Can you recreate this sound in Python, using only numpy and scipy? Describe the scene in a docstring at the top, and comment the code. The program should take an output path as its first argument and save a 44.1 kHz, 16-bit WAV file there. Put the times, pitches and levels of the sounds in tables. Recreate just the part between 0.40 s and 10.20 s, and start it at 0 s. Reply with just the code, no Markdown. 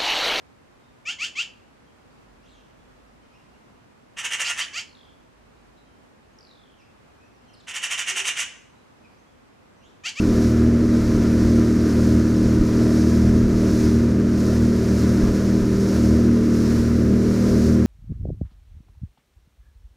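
"""A lawn close to house walls, where two magpies squabble over food.
Up front are their short rising yelps and two bursts of harsh chatter: the syrinx sings or slaps shut,
throat and bill shape the sound, and it rings briefly between the walls.
Far off, a small songbird trills and whistles, and there is one soft hoot.
Under it all lies a steady bed of distant traffic, with two swells of deep engine drone."""
import sys
import numpy as np
from scipy import signal
from scipy.fft import rfft, irfft
from scipy.io import wavfile

SR = 44100
rng = np.random.default_rng(int(sys.argv[2]) if len(sys.argv) > 2 else 0)


def pcm_store(signal):
    """Save signal as 16-bit PCM."""
    levels = np.round(np.clip(np.atleast_2d(signal), -1, 1) * 32767)
    wavfile.write(sys.argv[1], SR, levels.astype(np.int16).T)


N = 432180
TIME = np.arange(N) / SR

# notes of the chatter: peak_s, level_db
CHATTER_NOTES = [(3.798, -26.3), (3.857, -22.7), (3.936, -22), (4.017, -21), (4.103, -23), (4.196, -23.3),
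                 (7.300, -27), (7.363, -23.5), (7.446, -21.5), (7.527, -20.5), (7.603, -21), (7.695, -21.5),
                 (7.787, -19.5), (7.879, -19.5), (8.002, -18.5)]
# bursts of chatter: start_s, opening_low_mid_db
CHATTER_BURSTS = [(3.795, 3.9), (7.3, 1.3)]
# throat and open bill in the chatter: frequency_hz, gain_db
CHATTER_EQ = [(250, -40), (500, -26), (900, -18), (1400, -12.5), (1900, -6), (2400, -5.5), (2900, -0.5),
              (3400, -10.5), (4200, -19), (5000, -15.5), (6000, -6.5), (7100, -9), (9500, -14),
              (11000, -23.5), (15500, -41.5)]
# yelps: start_s, length_s, first_pitch_hz, level_db, fullness (0-1), rasp_db, first_throat_hz
YELP_CUES = [(.652, .078, 570, -25.5, .65, -12, 2200), (.783, .089, 515, -24, .35, -7, 2100),
             (.951, .081, 508, -22.8, .05, -8, 2080), (4.032, .063, 550, -25.7, .92, -5, 2150),
             (4.18, .064, 640, -23.6, .02, -5, 2550), (4.324, .088, 512, -27.2, .95, -6, 1480),
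             (9.635, .064, 580, -25, 0.83, -4.5, 1820), (9.751, .09, 522, -27.5, .75, -4.8, 1880)]
# the clear part of a yelp: frequency_hz, gain_db
YELP_TONE_EQ = [(400, -38), (800, -14.5), (1300, -9), (1700, -8.5), (2200, 0.5), (2700, 4.5), (3400, -4),
                (3900, -28), (4800, -19), (7000, -8.5), (8300, -26), (11000, -50)]
# the hoarse part of a yelp: frequency_hz, gain_db
YELP_RASP_EQ = [(400, -28), (900, -20.5), (1600, -14.5), (2300, -1.5), (2900, -2), (3600, -5.5), (4700, 1),
                (6000, -6), (7400, -7.5), (8700, -18.5), (11000, -26), (15500, -41)]
# a thin and a full yelp: odd_harmonics_db, treble_db, low_mid_db
THIN_YELP, FULL_YELP = (-15, -1.8, -4.5), (-1.5, 4.5, 2.8)
# lean of the body of the magpies' sound, left positive: time_s, lean_db
MAGPIE_PAN = [(1, 0.3), (4, -1.4), (7.7, -2), (9.7, .6)]
# hard reflections off the walls: delay_s, gain_db
WALL_ECHOES = [(.0022, -16.5), (.0043, -18.5), (0.0205, -16.5)]
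# standing waves between the walls: frequency_hz, gain_db
STANDING_WAVES = [(1151, -3), (1321, -12), (1373, -13), (1439, -17), (1847, -3.5), (2033, -4), (2233, -3),
                  (2346, -2), (2750, -10.5), (2803, -4), (2998, 2), (3207, -10), (5942, -1), (6061, -8),
                  (6401, -15), (6819, -1), (7114, -3)]
# stereo image of the wall scatter and the garden tail: frequency_hz, left_right_likeness
WALL_IMAGE = [(300, -0.046), (1500, 0.7), (3000, 0.8), (5000, 0.85), (9000, 0.52)]
GARDEN_IMAGE = [(500, 0.99), (3000, 0.64), (9000, 0.36)]
# songbird's trills: start_s, length_s, first_pitch_hz, last_pitch_hz, pips_per_s, level_db, fall_db
TRILL_CUES = [(4.474, 0.063, 4950, 4230, 55, -44.5, -4), (4.55, 0.18, 3700, 3250, 50, -45.5, -6),
              (5.986, 0.36, 5450, 3106, 48, -46.5, -8.5)]
# songbird's clearer slurs: start_s, length_s, first_pitch_hz, last_pitch_hz, level_db
SLUR_CUES = [(2.011, .11, 2370, 4330, -59), (2.07, .15, 4400, 2500, -59), (2.92, .066, 2360, 3020, -57),
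             (5.368, .027, 4100, 3670, -59), (6.38, 0.055, 3100, 2250, -56), (6.76, .14, 2430, 2720, -61),
             (7.075, 0.042, 3330, 2550, -56), (7.13, .029, 6030, 3940, -50),
             (7.194, .028, 4900, 2690, -52.5), (8.633, 0.039, 2700, 2265, -54),
             (9.408, 0.083, 2650, 3910, -56)]
# raw traffic murmur, and the gentle EQ that warms it: frequency_hz, gain_db
TRAFFIC_SPECTRUM = [(15, -35), (25, -21), (48, -2.5), (178, -7.5), (246, -2), (322, -7), (468, -7.5),
                    (613, -9), (1110, -11), (2060, -16.5), (2550, -18), (3430, -23), (7880, -30.5),
                    (13900, -41.5), (15400, -58.5)]
TRAFFIC_EQ = [(25, -5), (60, -0.4), (110, 3.0), (1100, 0.37), (2200, -1.0), (12000, -1.0)]
# stereo image of the traffic: frequency_hz, left_right_likeness
TRAFFIC_IMAGE = [(60, 0.6), (130, 0.32), (290, -0.19), (640, -0.29), (1410, -0.049), (3100, -0.051),
                 (6810, -0.015), (15000, 0.15)]
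# swells of engine drone: start_s, length_s, level_db
DRONE_SWELLS = [(1.65, 1.3, -62.5), (4.75, 0.83, -63)]


def chatter(swell_s=.023, fade_s=.0215, lead_s=.035, attack_s=.01, stretch_per_s=.7, thin_db_per_s=2.5):
    """Magpie notes of rasp swell, then fade as the air runs out; along a burst they lengthen and thin."""
    out, size = np.zeros(N), 8192
    t = (np.arange(size) - size // 2) / SR
    for peak_s, level_db in CHATTER_NOTES:
        burst_s, opening_db = min(CHATTER_BURSTS, key=lambda burst: abs(peak_s - burst[0]))
        note_time = t / (1 + stretch_per_s * (peak_s - burst_s))
        treble_db = 0.13 * (level_db + 19)   # softer notes come from a less open bill
        low_db = opening_db - thin_db_per_s * (peak_s - burst_s)
        pressure = np.exp(-np.abs(note_time / np.where(t < 0, swell_s, fade_s)) ** 1.82)
        pressure *= np.clip((note_time + lead_s) / attack_s, 0, 1)   # the voice catches
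        source = colour(rasp(size, slaps_per_s=245, uneven=.33, puff_s=0.006, snap=0.54), CHATTER_EQ)
        bright = bill(source, treble_db, low_db)
        dull = colour(bright, [(3300, 2), (6000, -9.0)])
        voice = dull + pressure * (bright - dull)   # the treble needs full pressure
        add(out, peak_s + t[0], from_db(level_db) * pressure * voice)
    return out


def yelps(top_hz=890, open_throat_hz=3500, jitter=0.024, shimmer_db=1.6, focus_db=5, roughening_db=7):
    """A magpie's fast upward glide splits and turns to rasp; the throat's resonance rises with it."""
    out, size = np.zeros(N), 6000
    for start_s, length_s, first_hz, level_db, fullness, rasp_db, first_throat_hz in YELP_CUES:
        odd_db, treble_db, low_db = THIN_YELP + fullness * np.subtract(FULL_YELP, THIN_YELP)
        along = TIME[:size] / length_s
        risen = np.minimum(along, 1)
        pitch_hz = first_hz * (top_hz / first_hz) ** (risen ** 1.1)
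        pitch_hz *= 1 + jitter * risen * wander(1091, size)
        throat_hz = first_throat_hz * (open_throat_hz / first_throat_hz) ** risen
        phase = 2 * np.pi * np.cumsum(pitch_hz) / SR
        tone = 0
        for k in range(1, 13):
            formant_db = focus_db * np.exp(-(np.log(k * pitch_hz / throat_hz) / 0.2) ** 2)
            gain = from_db(odd_db * (k % 2) + formant_db + shimmer_db * wander(515, size))
            tone += gain * np.sin(k * phase + rng.uniform(0, 2 * np.pi))
        tone *= 1 + 0.58 * risen ** 2 * np.sin(phase / 2)   # period doubling splits the partials
        tone = colour(tone, YELP_TONE_EQ)
        grit = colour(rasp(size, slaps_per_s=420, uneven=0.32, puff_s=0.0029, snap=0.35), YELP_RASP_EQ)
        grit = from_db(rasp_db + roughening_db * (risen - .5)) * rms_one(grit)
        source = tone / np.std(tone[along < 1]) + grit
        pressure = np.exp(-((along - 0.56) / 0.42) ** 2) * np.clip(along * 20, 0, 1)
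        add(out, start_s, from_db(level_db) * pressure * bill(source, treble_db, low_db))
    return out


def rasp(size, slaps_per_s, uneven, puff_s, snap, spread_db=1.64, limp_db=2.0):
    """The syrinx slaps shut unevenly, strong and weak in turn: each time a click and a puff of air."""
    timing, force = rng.standard_normal((2, 200))
    at = (np.cumsum(np.exp(uneven * timing)) * SR / slaps_per_s).astype(int)
    strength = from_db(spread_db * force - limp_db * (np.arange(len(at)) % 2))
    slaps = np.zeros(size)
    slaps[at[at < size]] = strength[at < size]
    decay = np.exp(-1 / (puff_s * SR))
    puffs = signal.lfilter([np.sqrt(1 - decay ** 2)], [1, -decay], slaps + 1e-18)
    return snap * butter(slaps, 7400, "low") + puffs * rng.standard_normal(size)


def bill(source, treble_db, low_db):
    """A wider bill lets out more treble, a fuller throat more low-mid."""
    eq = [(1800, low_db), (2500, 0.0056), (3300, 0.0049), (5000, 0.76 * treble_db), (8500, 1.06 * treble_db)]
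    return colour(rms_one(source), eq)


def walls(x):
    """Nearby walls add hard echoes, dense early scatter and ringing standing waves."""
    x = x + sum(from_db(db) * np.interp(TIME - delay_s, TIME, x, left=0) for delay_s, db in WALL_ECHOES)
    early = scatter(x, t60_s=0.22, image=WALL_IMAGE, dull_hz=13200, build_s=0.00056)
    x = from_db(-4.5) * x + from_db(-12.0) * early
    return x + sum(from_db(db) * resonance(x, hz, width_hz=11.6) for hz, db in STANDING_WAVES)


def trills(sag=3.2, pip_s=0.0053, pip_sweep=0.12, uneven_db=2.5):
    """The songbird's runs of tiny down-swept pips, sinking in pitch and level."""
    out = np.zeros(N)
    for start_s, length_s, first_hz, last_hz, pips_per_s, level_db, fall_db in TRILL_CUES:
        for delay_s in np.arange(0, length_s, 1 / pips_per_s):
            height = np.exp(-sag * delay_s / length_s)
            hz = (last_hz + (first_hz - last_hz) * height) * rng.normal(1, 0.027)
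            sweep = 1.02 + pip_sweep * height
            gain = from_db(level_db + fall_db * delay_s / length_s + uneven_db * rng.normal())
            add(out, start_s + delay_s, gain * whistle(pip_s, hz * sweep, hz / sweep, waver=0.014))
    return out


def slurs(cues, air_cutoff_hz=7500):
    """Far slurred whistles with an air-dulled octave; wider sweeps are brighter and less steady."""
    out = np.zeros(N)
    for start_s, length_s, first_hz, last_hz, level_db in cues:
        sweep_octaves = abs(np.log2(last_hz / first_hz))
        waver = 0.0125 * (.3 + 9 * sweep_octaves)
        octave = butter(whistle(length_s, 2 * first_hz, 2 * last_hz, waver), air_cutoff_hz, "low")
        octave *= from_db(-5) * min(2 * sweep_octaves, 1)
        add(out, start_s, from_db(level_db) * (whistle(length_s, first_hz, last_hz, waver) + octave))
    return out


def twitter_cues(per_s=4, typical_s=0.055, centre_hz=3700, spread_octaves=0.78, level_db=-68):
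    """Cues for faint random slurs that fill in behind the songbird."""
    cues = []
    for when, height, tilt, span in rng.random((round(per_s * N / SR), 4)):
        first_hz = centre_hz * 2 ** (spread_octaves * (2 * height - 1))
        last_hz = first_hz * 2 ** (.4 * (2 * tilt - 1))
        cues.append((when * N / SR, typical_s * (.5 + span), first_hz, last_hz, level_db))
    return cues


def hoot(start_s=7.66):
    """One soft, hoarse, rising hoot from far away."""
    out = np.zeros(N)
    add(out, start_s, from_db(-46.5) * whistle(length_s=.17, first_hz=350, last_hz=420, waver=0.09))
    return out


def garden(x):
    """The longer, duller tail from hedges and houses."""
    return scatter(x, t60_s=0.57, image=GARDEN_IMAGE, dull_hz=6600, build_s=.012)


def traffic(drone_hz=49, ramp_s=0.25):
    """A wide bed of road murmur, with a deep engine drone that comes and goes."""
    murmur = rms_one(colour(stereo_noise(TRAFFIC_IMAGE, N), TRAFFIC_SPECTRUM))
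    murmur = colour(murmur, TRAFFIC_EQ)
    drone = rms_one(np.sin(2 * np.pi * np.cumsum(drone_hz + 4 * wander(25, N)) / SR))
    swells = sum(from_db(db) * np.clip(np.minimum(TIME - start_s, start_s + length_s - TIME) / ramp_s, 0, 1)
                 for start_s, length_s, db in DRONE_SWELLS)
    return from_db(-54.8 + .5 * wander(5.5, N)) * murmur + swells * drone


def whistle(length_s, first_hz, last_hz, waver):
    """One gliding sine with soft ends."""
    size = SR // 4
    along = np.minimum(TIME[:size] / length_s, 1)
    pitch_hz = first_hz * (last_hz / first_hz) ** along * (1 + waver * wander(383, size))
    return np.sin(np.pi * along) * np.sin(2 * np.pi * np.cumsum(pitch_hz) / SR)


def scatter(x, t60_s, image, dull_hz, build_s):
    """Reverb: a cloud of reflections that builds up and dies away."""
    t = TIME[:SR]
    cloud = butter(stereo_noise(image, SR), dull_hz, "low")
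    cloud *= from_db(-60 * t / t60_s) * (1 - np.exp(-t / build_s))
    cloud /= np.sqrt(np.sum(cloud ** 2) / 2)
    return signal.fftconvolve(x[None], cloud, axes=1)[:, :N]


def stereo_noise(image, size):
    """Mid-side noise with a given left-right likeness at each frequency."""
    alike = np.clip(at_bins(image, size), -.99, .99)
    mid, side = rfft(rng.standard_normal((2, size)))
    return irfft(np.sqrt(1 + alike) * mid + np.sqrt(1 - alike) * side * [[1], [-1]], size)


def colour(x, eq):
    """Apply a smooth EQ curve."""
    size = x.shape[-1]
    return irfft(rfft(x) * from_db(at_bins(eq, size)), size)


def at_bins(points, size):
    """A curve over log frequency, read at each FFT bin."""
    hz, value = np.transpose(points)
    return np.interp(np.log(np.fft.rfftfreq(size, 1 / SR) + 1), np.log(hz), value)


def butter(x, hz, kind):
    """A second-order filter."""
    return signal.sosfilt(signal.butter(2, hz, kind, fs=SR, output="sos"), x)


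def resonance(x, hz, width_hz):
    """One resonance with unity gain at its peak."""
    r = np.exp(-np.pi * width_hz / SR)
    poles = [1, -2 * r * np.cos(2 * np.pi * hz / SR), r * r]
    return signal.lfilter(np.array([1, 0, -1]) * (1 - r * r) / 2, poles, x + 1e-18)


def wander(rate_hz, size):
    """Smooth random modulation with a spread near 1."""
    return np.interp(np.arange(size) * rate_hz / SR, np.arange(size), rng.standard_normal(size))


def from_db(db):
    """Decibels to gain."""
    return 10 ** (np.asarray(db) / 20)


def rms_one(x):
    """Scale to unit power."""
    return x / np.sqrt(np.mean(x ** 2) + 1e-20)


def add(out, start_s, sound):
    """Mix a sound in at its cue."""
    at = max(round(start_s * SR), 0)
    out[at:at + len(sound)] += sound[:max(N - at, 0)]


def scene():
    """Magpies up front, songbird far back, traffic all round."""
    rattles, cries, pips = chatter(), yelps(), trills()
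    far = slurs(SLUR_CUES + twitter_cues()) + hoot()
    sides = np.array([[.5], [-.5]])
    pan_db = np.interp(TIME, *np.transpose(MAGPIE_PAN))
    magpies = walls(rattles + cries)
    body = colour(magpies, [(3000, 3.0), (8000, -12)])   # the treble stays near the centre
    magpies += body * (from_db(pan_db * sides) - 1)
    send = from_db(-17.5) * rattles + from_db(-28) * cries + from_db(-9.5) * pips + from_db(-7.5) * far
    birds = magpies + from_db(-3.5) * pips + from_db(-4.5) * far
    return birds + garden(send) + traffic() * from_db(-.9 * sides)


def record(dry, cutoff_hz=15300):
    """A steep high cut on the whole mix."""
    return signal.sosfilt(signal.ellip(10, .1, 80, cutoff_hz, fs=SR, output="sos"), dry)


dry = scene()
out = record(dry)
pcm_store(out)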